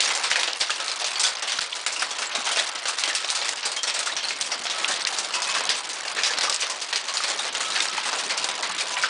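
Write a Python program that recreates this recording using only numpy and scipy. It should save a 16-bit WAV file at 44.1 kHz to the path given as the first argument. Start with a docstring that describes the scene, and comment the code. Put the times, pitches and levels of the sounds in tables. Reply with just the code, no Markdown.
"""A wooden deck beside a house wall, under a patter of small hail and rain.
Each near stone is an impact: a hard tick, then filtered noise decaying as boards, rails and wall reply.
Decaying sines ring struck spots and metal; low sines make thuds, and clustered modes make hard knocks.
Many random small ticks, clicks and plinks over a dull noise wash fill the gaps, following one shower level.
"""
import sys
import numpy as np
from scipy import signal
from scipy.fft import rfft, irfft
from scipy.io import wavfile

SR = 44100
rng = np.random.default_rng(int(sys.argv[2]) if len(sys.argv) > 2 else 0)


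def master(y):
    """Save y as 16-bit WAV."""
    cut = np.clip(np.atleast_2d(y).T, -1, 1)
    pcm = np.round(cut * 32767)  # scale
    wavfile.write(sys.argv[1], SR, pcm.astype(np.int16))


N = 400869  # length of the scene in samples
HIT = 8192  # usual length of one impact in samples

# colour of ice on wet boards, as relative density: frequency_hz, level_db (per Hz)
DECK_COLOUR = [(24, -49), (40, -43), (124, -32), (583, -4), (1310, -1.5), (2330, 0), (4670, 2.5),
               (8710, -4), (10000, -9.5), (13000, -63), (22000, -120)]


def undb(db):
    """Level to amplitude: 20 dB is a factor of ten."""
    return 10 ** (np.asarray(db) / 20)


def unit(x):
    """Normalisation: scale the last axis to rms 1."""
    return x / np.sqrt(np.mean(x ** 2, axis=-1, keepdims=True) + 1e-20)


def fade(t60, size=HIT):
    """Exponential decay: the level falls 60 dB in t60 seconds."""
    return np.exp(-np.log(1000) * np.arange(size) / SR / t60)


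def colour(points, size):
    """Spectral envelope: gain per bin, linear in dB over log frequency, from (Hz, dB) points."""
    hz, db = np.transpose(points)
    bin_hz = np.fft.rfftfreq(size, 1 / SR) + 1
    return undb(np.interp(np.log(bin_hz), np.log(hz), db))


def shape(x, gain):
    """Linear filtering: multiply the spectrum of the last axis by a gain per bin."""
    return irfft(rfft(x) * gain, x.shape[-1])


def causal(gain):
    """Minimum phase: fold the cepstrum so that a response of this gain rings only after the blow."""
    cepstrum = irfft(np.log(gain + 1e-5))
    half = cepstrum.shape[-1] // 2
    cepstrum[..., 1:half] *= 2
    cepstrum[..., half + 1:] = 0
    return np.exp(rfft(cepstrum))


def add(out, s, sound):
    """Superposition: mix a sound in at time s (seconds)."""
    i = int(np.clip(s * SR, 0, N - 1))
    out[i:i + len(sound)] += sound[:N - i]


def spots(count, spread_db, size=HIT, order=30):
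    """Local resonance: every spot on the boards has its own broad, random peaks and dips."""
    hz = np.geomspace(200, 11000, order)
    chance = rng.standard_normal((count, order))
    return np.array([colour(np.c_[hz, spread_db * row], size) for row in chance])


def echoes(count, grain_db, size=HIT):
    """Dense reflections: Gaussian noise whose strength varies by chance from grain to grain."""
    chance = rng.standard_normal((count, 2, size))
    strength = np.repeat(chance[:, 1, ::16], 16, axis=1)  # one strength per 16 samples
    return unit(chance[:, 0] * undb(grain_db * strength))


def air(db=-72, low_hz=45, high_hz=330):
    """Stationary band-limited noise: a faint, even outdoor rumble under everything."""
    hz = np.fft.rfftfreq(N, 1 / SR)
    band = hz / (hz + low_hz) / (1 + (hz / high_hz) ** 4)
    return undb(db) * unit(shape(rng.standard_normal(N), band * np.sqrt(hz)))


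def far_wash(flicker_db=4.0, count=400, rumble_hz=260):
    """Incoherent summation: hail on roof and lawn merges into dull noise, each octave flickering alone."""
    # colour of the shower further off, as relative density: frequency_hz, level_db (per Hz)
    far_colour = [(18, -62), (30, -55.5), (173, -7.5), (657, 7), (1120, 9), (4480, 3.5), (8640, -22),
                  (10000, -17), (13000, -33), (22000, -120)]
    # low end of the wash, strongest in the lowest octaves: time_s, level_db
    rumble_curve = [(0, -3), (1, -13), (2, -4), (3, -8), (4.001, -2), (4.401, 9), (5.5, 3), (6.4, 5.5),
                    (6.9, -4), (7.6, 3), (9, 6.5)]
    out = 0
    hz = np.fft.rfftfreq(N, 1 / SR) + 1
    rumble_db = np.interp(np.arange(N) / SR, *np.transpose(rumble_curve))
    for centre in 2. ** np.arange(5, 14):
        # overlapping bands whose powers add up evenly
        octave = np.sqrt(np.clip(1 - np.abs(np.log2(hz / centre)), 0, 1))
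        flicker = np.interp(np.arange(N), np.linspace(0, N, count), rng.standard_normal(count))
        db = flicker_db * flicker + rumble_db / (1 + (centre / rumble_hz) ** 2)
        noise = shape(rng.standard_normal(N), octave * colour(far_colour, N))
        out = out + noise * undb(db)
    return unit(out)


def small_stones(count=1150, size=4096, spread_db=1.0, tick_t60=0.03, tail_t60=0.035, tail_db=-14):
    """Random impacts: lesser stones and drops over the deck, each a decaying noise tick with a short tail."""
    when, strength = rng.random((count, 2)).T
    envelope = fade(tick_t60, size) + undb(tail_db) * fade(tail_t60, size)
    gain = spots(count, spread_db=5.0, size=size, order=44) * colour(DECK_COLOUR, size)
    sounds = unit(shape(rng.standard_normal((count, size)) * envelope, causal(gain)))
    levels_db = -spread_db * np.log(0.73 + strength)
    out = np.zeros(N)
    for s, db, sound in zip(when * N / SR, levels_db, sounds):
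        add(out, s, undb(db) * sound)
    return unit(out)


def drips(count=120, low_hz=2500, high_hz=8500, t60=0.017, glide=0.5, spread_db=7):
    """Damped oscillation: drops and bouncing ice give tiny plinks, sines that glide up very slightly."""
    out, t = np.zeros(N), np.arange(HIT) / SR
    for when, pitch, strength in rng.random((count, 3)):
        hz = low_hz * (high_hz / low_hz) ** pitch
        plink = np.sin(2 * np.pi * hz * t * (1 + glide * t)) * fade(t60)
        add(out, when * N / SR, undb(spread_db * strength) * plink)
    return unit(out)


def chips(count=190, size=1024, t60=0.0085, spread_db=5):
    """Brief broadband impacts: chips of ice bounce close by as dry clicks, most faint and a few sharp."""
    when, luck = rng.random((count, 2)).T
    gain = spots(count, spread_db=1.5, size=size) * colour(DECK_COLOUR, size)
    clicks = shape(rng.standard_normal((count, size)) * fade(t60, size), causal(gain))
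    clicks /= np.abs(clicks).max(axis=1, keepdims=True)
    levels_db = -spread_db * np.log(0.062 + luck)
    out = np.zeros(N)
    for s, db, click in zip(when * N / SR, levels_db, clicks):
        add(out, s, undb(db) * click)
    return out


def rebounds(count, latest_s=.008, db=-8, order=3):
    """Early reflection: response of a tick and a few weaker ones, from shards and the nearest surfaces."""
    lag, strength = rng.random((count, 2, order, 1)).transpose(1, 0, 2, 3)
    hz = np.fft.rfftfreq(HIT, 1 / SR)
    delayed = np.exp(-2j * np.pi * hz * lag * latest_s)
    return 1 + np.sum(undb(db) * strength * delayed, axis=1)


def strikes(knock_top_hz=1500, splash_from_hz=5000,
            knock_t60=0.35, clatter_t60=0.27, splash_t60=0.13, tick_t60=0.017,
            tick_db=-5.0, knock_db=-2.5, clatter_db=-1.28, splash_db=-3.0,
            ring_lift_db=2, ring_octaves=0.11, tick_octaves=1.0,
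            swell_s=0.003, grain_db=3, contact=4):
    """Impact and frequency-dependent damping: a direct tick, then boards and walls reply, treble dying first."""
    # hailstones that stand out, levels before the trims above:
    # start_s, tick_peak_db, wood_knock_db, clatter_db, icy_splash_db, spot_pitch_hz, spot_resonance_db
    stone_table = [(0.005, 0, -48, -20.5, -19, 6150, -2.5), (0.05, -10, -58, -28, -24, 6940, 3.0),
                   (0.104, -10, -27.5, -27, -47, 2060, 8), (0.151, -6, -31, -26, -19, 7100, 3),
                   (0.234, -28, -27, -18.5, -20.5, 3790.0, -4), (0.302, -10, -35, -19.5, -24, 5990.0, 5),
                   (0.314, -7, -29.5, -20.5, -30, 1930, -4), (0.358, -6, -27, -20.5, -25, 1960, 0),
                   (0.392, -13, -28, -20.5, -23, 1890, 3), (0.432, -6, -33, -22.5, -27, 3270.0, -1),
                   (0.477, -7, -29, -23, -33, 2840.0, 1), (0.603, -16.5, -28, -25, -18, 600.0, 1),
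                   (0.6105, -10, -38, -20, -23, 3800, -1), (0.696, -22, -34, -36, -26, 1240, 4.5),
                   (0.704, -3.5, -35, -26, -32, 2800, -1), (0.782, -22, -30.5, -32, -35.0, 2800.0, 5),
                   (0.802, -6, -32, -27, -32, 3740, 1.5), (0.881, -5, -33, -25, -28, 4230, 5),
                   (0.916, -5.5, -38, -31, -28, 4180, 6), (1.015, -14, -31.5, -25, -33, 600.0, 3),
                   (1.044, -4, -40, -22, -39, 6550.0, 3.0), (1.063, -14, -55.0, -28, -23, 8400, 9),
                   (1.157, -6, -36, -29, -35, 4610.0, 3), (1.196, -3.5, -31.5, -22, -14, 5200, 2),
                   (1.234, -4, -33, -20.5, -14, 6100, -1), (1.266, -7.5, -29.5, -22, -18, 4900, 2),
                   (1.37, -11.5, -39, -30, -43, 5000, 4), (1.423, -10, -28.5, -25.5, -24, 2770, 4),
                   (1.473, -22, -37, -22, -28, 3140.0, 1), (1.496, -7, -45, -27, -31, 2600, 2.5),
                   (1.52, -5, -34.5, -24.5, -24, 5940.0, 3), (1.608, -10, -33, -23.5, -21.5, 5250.0, 1),
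                   (1.751, -21, -33.5, -28.5, -26.5, 8180.0, 3), (1.864, -1, -29, -22, -19.5, 2300, 3),
                   (1.921, -17, -38, -33, -21, 7240.0, -3), (1.962, -12, -31, -31, -25, 2800.0, 7),
                   (1.994, -14, -35, -26, -24, 5170.0, 6.5), (2.013, -11, -36, -30, -32, 3000, 6),
                   (2.022, -5.5, -28, -24.5, -26, 1240, 1), (2.107, -14, -33, -28, -23.5, 3320.0, 8),
                   (2.186, -9.5, -29.5, -30.5, -23, 2630.0, 5), (2.22, -10, -29.5, -25, -29, 5530, 1),
                   (2.312, -21, -48, -28, -36, 5990.0, 2), (2.351, -7, -26.5, -26.5, -24, 3750.0, 4),
                   (2.463, -19, -25, -23, -23.5, 1380.0, 2), (2.513, -10, -31, -27, -18, 3140.0, 9),
                   (2.56, -7, -29, -23, -23, 2580.0, 0), (2.571, -6, -27, -22, -28, 2670.0, -5),
                   (2.585, -11.0, -35, -24, -31, 3750.0, -7), (2.591, -4.5, -34, -30, -20, 3420, 10),
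                   (2.756, -10, -35.5, -30.5, -47, 5900.0, 4), (2.855, -9, -29, -23.5, -29, 1210.0, 2),
                   (2.881, -14, -29, -25, -18, 6100, 4), (2.986, -12, -43, -26, -26, 4780.0, -3),
                   (2.995, -10, -43, -30, -26, 3100, -2), (3.037, -1, -30, -23, -24, 3080, 1.5),
                   (3.077, -6, -29, -26, -23.5, 600.0, 2.5), (3.099, -7, -54.5, -33, -32, 2040, 6),
                   (3.15, -4.5, -58, -21, -16, 5900, -2.5), (3.246, -4.5, -38, -32, -43, 4010.0, 2),
                   (3.288, -10, -53.5, -26, -46, 3800, 6), (3.302, -13, -55, -28, -19, 5770.0, -2),
                   (3.348, -19, -48, -23, -18, 4300, 3), (3.416, -16, -30, -23, -34, 4220.0, 1),
                   (3.456, -8, -49, -32, -34, 4610.0, -4), (3.483, -7, -33, -33, -26, 2070.0, 2),
                   (3.491, -5, -48, -32, -27, 1970, 4.5), (3.571, -18, -38, -26, -41, 3750.0, -2),
                   (3.63, -11, -34, -25, -52, 5940.0, 4), (3.653, -12, -27, -30, -15, 7600, -2),
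                   (3.717, -11.5, -34, -31, -22, 4440.0, 3), (3.764, -10, -35, -26.5, -25, 2150.0, -1),
                   (3.832, -5, -31.5, -26.5, -23, 5800, 3), (3.872, -11, -28.5, -21.5, -22, 5340.0, -4),
                   (3.899, -3, -42, -28, -32, 2330.0, 0.5), (3.941, -10, -31, -26.5, -19, 8100.0, 1),
                   (3.96, -17, -33, -23.5, -32, 3960.0, 2), (3.991, -6, -29, -26.5, -20, 8600, 4),
                   (4.03, -12, -47, -33, -30, 7670.0, 0), (4.059, -12, -28.5, -28, -18, 6720.0, -4),
                   (4.072, -11, -50, -27, -41, 1420, 10), (4.12, -13, -34, -33.5, -34.5, 3790.0, 3),
                   (4.166, -7, -50, -20, -33, 5950, 4), (4.228, -20, -31, -26.0, -33, 3060.0, 1),
                   (4.285, -9, -51, -24.5, -23, 4760, 5.5), (4.307, -13, -36, -29.5, -36, 2180, 6),
                   (4.411, -2.5, -45, -29, -21.5, 8050, 0.5), (4.457, -23.5, -48, -37, -24, 3250, 8),
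                   (4.517, -9, -29, -22.5, -28, 4900, 3.5), (4.636, -18.0, -52, -39, -25.5, 7620.0, -1),
                   (4.654, -8, -34, -28, -41, 735, 3.5), (4.668, -7.5, -50, -26, -48, 4440.0, 1),
                   (4.699, -8, -41, -22.5, -24, 3500, 6), (4.78, -26.0, -28, -30, -25, 2370.0, 6),
                   (4.845, -2, -31.5, -27, -48, 2800, 5.5), (4.878, -26, -35, -26, -16.5, 6330.0, -4),
                   (4.892, -10, -26.5, -36, -32, 950.0, -1.5), (4.911, -9, -34, -24, -21, 3830.0, 3),
                   (5.0705, -5.5, -39, -27, -22.5, 2450, 5), (5.125, -12.5, -37, -27, -26.5, 786, 9),
                   (5.172, -22, -39, -26, -26, 1030.0, 2), (5.186, -5.5, -31.5, -34, -18.5, 7540.0, 0),
                   (5.247, -9.5, -33, -30, -33.0, 5940.0, 0), (5.307, -11, -40, -32, -46, 1340.0, 2.5),
                   (5.337, -12, -36, -21.5, -21, 2690, 4), (5.354, -8.5, -25.5, -45, -25, 960, -1),
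                   (5.42, -6.5, -35, -26.0, -22.5, 5210.0, 0), (5.492, -18.5, -40, -22.5, -26, 1090, 13.5),
                   (5.55, -3, -27.5, -26, -27.5, 2600, 2), (5.564, -10, -37, -27, -31, 1130, 9),
                   (5.608, -10, -34, -33, -36, 2580.0, -3), (5.693, -4, -30, -17, -21, 4770, 0.5),
                   (5.764, -14.0, -40, -30, -24.5, 8050, 3.5), (5.891, -21, -34.5, -28.5, -27, 7700, -1),
                   (5.932, -13, -56, -50, -25, 5900.0, 2), (6.051, -13, -30.5, -38, -28, 2800.0, 8),
                   (6.079, -14, -37, -30, -36, 4840, 2), (6.164, -17, -24.5, -26, -36, 1840, 7),
                   (6.18, -12, -37, -22, -37, 2410.0, 6), (6.235, 2, -37, -18.5, -23, 4900, 2),
                   (6.26, -10, -30, -21, -16, 5730.0, 3), (6.307, -11, -28, -26, -32, 1770.0, -6),
                   (6.336, -5, -43, -31, -48, 1550.0, 2), (6.371, -12, -37, -21, -48, 4000, 5),
                   (6.386, -2.5, -43, -39, -35, 4050.0, 0), (6.41, -6.5, -31, -22, -26, 3620.0, -1),
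                   (6.432, -11, -23.5, -21.5, -19, 5680.0, 2), (6.497, -2, -34.5, -33, -24, 7800.0, 0.5),
                   (6.526, -4.5, -56, -28, -24, 4730, 3), (6.544, -3, -42, -32, -23.5, 8100, 1),
                   (6.603, -30, -41, -26, -18, 5940, 7), (6.622, -8, -29, -21.5, -34, 2490, -4),
                   (6.698, -11, -30, -26.5, -20, 1040, 3), (6.813, -29, -55.0, -28, -21, 7920.0, -4),
                   (6.928, -4, -30, -21.5, -30, 4300, 0), (6.959, -6, -35.5, -22.5, -22, 4700, -1),
                   (7.078, -25, -27.5, -24, -27, 1080, 9), (7.139, -7, -30.5, -29, -24, 6680.0, 1),
                   (7.171, -3.5, -49, -26, -25, 4780.0, 1.5), (7.204, -12, -36, -31, -29, 1210.0, 7),
                   (7.237, -6, -33, -23, -22, 4200, 3), (7.28, -10, -36, -35, -22, 7450.0, 0),
                   (7.301, -7, -25, -27, -26.0, 7410.0, 3), (7.391, -13, -36, -26, -25, 3700, 7),
                   (7.445, -8.5, -30, -41, -37, 4050.0, 7.5), (7.55, -9, -32, -24, -40, 5040.0, -2.5),
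                   (7.605, -13, -28, -27.5, -23, 6760.0, 1), (7.65, -18, -41, -29, -30, 3190.0, -2),
                   (7.682, -17, -41, -39, -28, 4010.0, 1.5), (7.704, -12, -44, -33, -31, 4010.0, 5),
                   (7.721, -10, -32, -31, -28, 3750.0, 5), (7.752, -13.0, -30, -19, -46, 1870, 3),
                   (7.804, -2.5, -40, -29, -36, 3490.0, 1), (7.823, -6.5, -46, -29, -22, 5680.0, -4),
                   (7.95, -13, -34, -31, -32, 1290.0, 7), (7.98, -10, -45, -25, -40, 900.0, 9),
                   (8.031, -16.0, -35, -28, -28, 2020.0, 4.5), (8.056, -15, -27, -27, -25, 1010, 4),
                   (8.13, -9, -25.5, -26, -44, 1480, 0), (8.185, -21, -34, -25, -22.5, 8200, 3),
                   (8.298, -22, -27.5, -22.5, -26, 690.0, -11), (8.308, -7.5, -35, -28, -30, 4260, 5),
                   (8.377, -4, -36.0, -27, -24, 4540, 0.5), (8.443, -1.5, -33, -33, -28, 4390.0, 4),
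                   (8.488, -6, -30, -25.5, -32, 4090.0, -2), (8.63, -9, -28.5, -25.0, -32, 2100, 3),
                   (8.78, -16, -46, -23.5, -27, 4180.0, -6), (8.806, -12, -37, -33.5, -22.5, 2420, 9),
                   (8.968, -22, -32, -24, -40, 2300, 9), (9.026, -6, -39, -22, -26, 3550, 2),
                   (9.036, -10, -29.5, -27, -38, 1610, 8)]
    s, peak_db, *band_db, ring_hz, ring_db = np.transpose(stone_table)[:, :, None]
    hz, t = np.fft.rfftfreq(HIT, 1 / SR) + 1, np.arange(HIT) / SR
    below = 1 / (1 + (hz / knock_top_hz) ** 8)
    above = 1 - 1 / (1 + (hz / splash_from_hz) ** 8)
    band_power = [below, (1 - below) * (1 - above), above]
    bands = unit(np.sqrt(band_power) * colour(DECK_COLOUR, HIT))
    # each spot has one leading resonance among weaker chance ones, lifted as the board rings on
    octaves = np.log2(hz / ring_hz)
    resonance_db = (ring_db + ring_lift_db) * np.exp(-(octaves / ring_octaves) ** 2)
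    spot = spots(len(s), spread_db=2.0) * undb(resonance_db)
    # grainy reflections build up with time constant swell_s
    reflections = echoes(len(s), grain_db) * (1 - np.exp(-t / swell_s))
    # keeps the seams between the bands level
    overlap = np.sqrt(1 + 2 * np.sqrt(below * (1 - below)) + 2 * np.sqrt(above * (1 - above)))
    trims = undb([knock_db, clatter_db, splash_db])
    body, power = 0, 0
    for band, db, trim, t60 in zip(bands, band_db, trims, (knock_t60, clatter_t60, splash_t60)):
        gain = unit(band * spot) * trim * undb(db)
        body = body + gain * rfft(reflections * fade(t60)) / overlap
        power = power + gain ** 2
    body = irfft(body * np.exp(1j * np.angle(causal(np.sqrt(power)))))
    # the contact adds one spike, contact times the initial rms of the crunch; its pitch is a broad hump
    hump = undb(2 * ring_db * np.exp(-(octaves / tick_octaves) ** 2))
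    crunch = rng.standard_normal((len(s), HIT)) * fade(tick_t60) + contact * (t == 0)
    tick = shape(crunch, causal(np.sqrt(power) * hump) * rebounds(len(s)))
    tick *= undb(peak_db + tick_db) / np.abs(tick).max(axis=1, keepdims=True)
    out = np.zeros(N)
    for when, sound in zip(s[:, 0], body + tick):
        add(out, when, sound)
    return out


def ringing_spots(order=5, spread_hz=45, spread_share=0.024, attack_s=0.0021):
    """Modal beating: a struck spot rings in close modes, a hollow tock when low, a ping when high."""
    # short rings of a board, rail or piece of ice: start_s, pitch_hz, level_db, t60_s
    ring_table = [(0.071, 5600, -23, 0.096), (0.314, 1864, -30, 0.11), (0.359, 1644, -26, 0.121),
                  (0.356, 2560, -18, 0.065), (0.712, 2730, -17, 0.037), (1.0, 4530, -38, 0.15),
                  (1.016, 710, -27, 0.067), (1.162, 4520, -26, 0.11), (1.233, 6160, -24, 0.16),
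                  (1.237, 4640, -22.5, 0.15), (1.237, 1490, -31, 0.37), (1.243, 3380, -22.5, 0.16),
                  (1.25, 3704, -28, 0.09), (1.727, 3250, -26, 0.035), (2.022, 1400, -30, 0.092),
                  (2.268, 7500, -25, 0.048), (2.559, 2650, -26, 0.14), (2.585, 3790, -23, 0.105),
                  (2.587, 1860, -22, 0.09), (3.04, 2240, -28, 0.126), (3.097, 1800, -26, 0.18),
                  (3.765, 2130, -26.5, 0.057), (3.771, 3140, -27, 0.2), (3.834, 4479, -23, 0.091),
                  (3.877, 5420, -25, 0.12), (4.074, 1240, -26, 0.069), (4.094, 1870, -22.5, 0.044),
                  (4.122, 3830, -23, 0.065), (4.239, 4220, -20, 0.08), (4.518, 5600, -22, 0.083),
                  (4.706, 3680, -22, 0.061), (4.899, 1710, -28, 0.15), (5.421, 5082, -22, 0.053),
                  (5.562, 1200, -32, 0.084), (5.567, 1723, -30.0, 0.15), (5.606, 2580, -30, 0.051),
                  (5.692, 4710, -28, 0.129), (6.183, 1750, -23, 0.08), (6.234, 4870, -28, 0.15),
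                  (6.243, 3900, -20, 0.11), (6.294, 1734, -26, 0.15), (6.433, 5780, -30, 0.124),
                  (6.477, 1123, -26.5, 0.18), (7.146, 6800, -27, 0.12), (7.651, 3180, -27, 0.07),
                  (7.761, 1680, -27.1, 0.17), (7.98, 940, -24.5, 0.076), (8.056, 1164, -27, 0.1),
                  (8.93, 2730, -37, 0.24), (8.928, 6140, -26, 0.063), (8.968, 1900, -30, 0.17),
                  (9.036, 1440, -23, 0.18)]
    out, t = np.zeros(N), np.arange(HIT) / SR
    chances = rng.standard_normal((len(ring_table), 2, order, 1))
    for (s, hz, db, t60), (detune, phase) in zip(ring_table, chances):
        mode_hz = hz + detune * (spread_hz + spread_share * hz)
        modes = np.sin(2 * np.pi * (mode_hz * t + phase)).sum(axis=0)
        envelope = fade(t60) * (1 - np.exp(-t / attack_s))
        # rms is set by the envelope, whatever the phases of the modes
        add(out, s, undb(db) * unit(modes * envelope) * np.sqrt(np.mean(envelope ** 2)))
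    return out


def metal(count=40, stray_db=-56, stray_spread_db=6):
    """Lightly damped modes: three struck pieces of metal ring on; stray small stones keep two faintly astir."""
    # stones on metal: start_s, piece (number), level_db
    ping_table = [(0.221, 1, -42), (0.801, 1, -37), (1.729, 0, -43), (2.019, 0, -40.5), (2.7, 1, -45),
                  (3.041, 1, -44), (3.36, 1, -39), (4.74, 1, -36), (5.34, 0, -38), (5.34, 2, -35.5),
                  (5.47, 2, -33), (5.52, 0, -42), (7.631, 1, -34.5), (7.89, 1, -35), (8.441, 0, -38),
                  (8.931, 0, -38)]
    # modes of the metal, levels relative to the blow: piece (number), pitch_hz, level_db, t60_s
    mode_table = [(0, 994, 0.5, 1.7), (2, 2555, 1.5, 0.95), (1, 1299, 1, 1.4)]
    out, t = np.zeros(N), np.arange(SR) / SR  # each ring is cut off after 1 s
    when, which, strength = rng.random((count, 3)).T
    strays = zip(when * N / SR, which, stray_db + stray_spread_db * strength)
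    rings = []
    for piece, hz, db, t60 in mode_table:
        rings.append((piece, undb(db) * np.sin(2 * np.pi * hz * t) * fade(t60, size=SR)))
    for s, struck, db in [*ping_table, *strays]:
        for piece, ring in rings:
            if round(piece) == round(struck):  # strays round to piece 0 or 1
                add(out, s, undb(db) * ring)
    return out


def thuds(attack_share=0.052):
    """Damped low mode: a heavy stone gives a board one low push; a loose board rings for a few cycles."""
    # low thuds and hollow knocks, level before onset and high-pass: start_s, pitch_hz, t60_s, level_db
    thud_table = [(0.313, 170, 0.0067, -26), (.61, 170, .008, -31), (1.265, 150, 0.009, -36),
                  (1.591, 200, 0.0085, -28), (2.381, 248, 0.058, -30), (3.076, 328, 0.084, -34),
                  (3.151, 180, 0.0064, -37), (3.303, 170, 0.007, -38), (3.507, 160, 0.0069, -37),
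                  (3.656, 150, .008, -43), (5.052, 150, 0.0074, -44), (5.693, 170, 0.0049, -25),
                  (6.527, 150, .008, -38)]
    out, t = np.zeros(N), np.arange(HIT) / SR
    for s, hz, t60, db in thud_table:
        onset = 1 - np.exp(-t / (attack_share * t60))
        add(out, s, undb(db) * np.sin(2 * np.pi * hz * t) * fade(t60) * onset)
    return signal.sosfilt(signal.butter(1, 45, "high", fs=SR, output="sos"), out)


def clacks(order=13, attack_s=0.000081, spread_octaves=0.284, crack_db=-5, crack_t60=0.0079):
    """Modal superposition: a noise crack and a cluster of short-lived modes, strongest around the pitch."""
    # hard, compact knocks on a board or rail: start_s, pitch_hz, peak_db, t60_s
    clack_table = [(0.3147, 2000, -5, .007), (0.3579, 1990, -9.5, 0.028), (0.4329, 3480, -7, .002),
                   (0.4815, 2840, -15, 0.014), (0.5325, 4300, -10, 0.0065), (0.6135, 3560, -6.5, 0.0017),
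                   (0.696, 1280, -16.5, 0.04), (1.0, 4500, -18, .02), (1.587, 1300, -17, 0.022),
                   (1.588, 4260, -15.5, 0.027), (1.5913, 5070, -6, 0.0016), (1.726, 3330, -18, .025),
                   (1.7298, 3100, -15.5, .012), (2.024, 1334, -11, 0.026), (2.986, 4560, -15, 0.013),
                   (3.3022, 5000, -6.5, .002), (3.416, 4300, -16, .013), (4.3072, 2320, -15.5, 0.028),
                   (4.4255, 3700, -15, 0.0064), (4.8456, 2880, -6.5, 0.018), (5.0192, 4850, -13.5, 0.01),
                   (5.0505, 4900, -6, .008), (5.0723, 6300, -15, 0.0098), (5.692, 3500, -6, 0.0027),
                   (5.891, 7700, -16, 0.011), (6.0825, 4820, -11.5, .012), (6.562, 6100, -6, 0.0046),
                   (6.813, 4650, -30, .014), (6.9585, 4600, -10, .012), (7.885, 4660, -12.5, .01),
                   (8.0647, 1290, -21, 0.019), (8.82, 4960, -18, .003), (8.9682, 2350, -12.5, .028),
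                   (9.0365, 1600, -12, .035)]
    out, t = np.zeros(N), np.arange(HIT) / SR
    ice = causal(colour(DECK_COLOUR, HIT))
    steps = np.linspace(-2, 2, order)[:, None]
    cracks = rng.standard_normal((len(clack_table), HIT))
    chances = rng.random((len(clack_table), 2, order, 1))
    for (s, hz, db, t60), crack, (detune, phase) in zip(clack_table, cracks, chances):
        mode_hz = hz * 2 ** (spread_octaves * (steps + (detune - .5) / 2))
        modes = np.exp(-steps ** 2 / 2) * np.sin(2 * np.pi * (mode_hz * t + phase))
        ring = modes.sum(axis=0) * fade(t60) * (1 - np.exp(-t / attack_s))
        crack = crack * fade(min(t60, crack_t60))
        blow = ring / np.abs(ring).max() + undb(crack_db) * crack / np.abs(crack).max()
        clack = shape(blow, ice)
        add(out, s, undb(db) * clack / np.abs(clack).max())
    return out


def scene(small_db=-2.5, wash_db=-4.0, drips_db=-18, chips_db=4.0):
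    """Superposition of near stones and rings over a bed whose patter, wash, drips and chips share one level."""
    # strength of the shower of small stones and drops, before the trims above: time_s, level_db
    shower_curve = [(0.0, -24.5), (0.35, -33.5), (0.7, -34), (1.05, -31), (1.4, -34), (1.75, -35.5),
                    (2.1, -36), (2.45, -29), (2.8, -33), (3.15, -31), (3.5, -31.5), (3.85, -42.5),
                    (4.2, -33.5), (4.54, -34), (4.89, -30.5), (5.24, -34.5), (5.59, -27), (5.94, -35),
                    (6.29, -32.5), (6.64, -33), (6.99, -35), (7.34, -30), (7.69, -30), (8.04, -30.5),
                    (8.39, -31), (8.74, -29.5), (9.09, -32)]
    shower = undb(np.interp(np.arange(N) / SR, *np.transpose(shower_curve)))
    patter = undb(small_db) * small_stones() + undb(wash_db) * far_wash()
    bits = undb(drips_db) * drips() + undb(chips_db) * chips()
    bed = shower * (patter + bits)
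    return (strikes() + clacks() + ringing_spots() + bed + thuds() + metal() + air())[None]


def record(dry, top_hz=10100):
    """Band limitation: a steep elliptic low-pass removes the extreme treble."""
    return signal.sosfilt(signal.ellip(12, .2, 75, top_hz, fs=SR, output="sos"), dry)


dry = scene()
out = record(dry)
master(out)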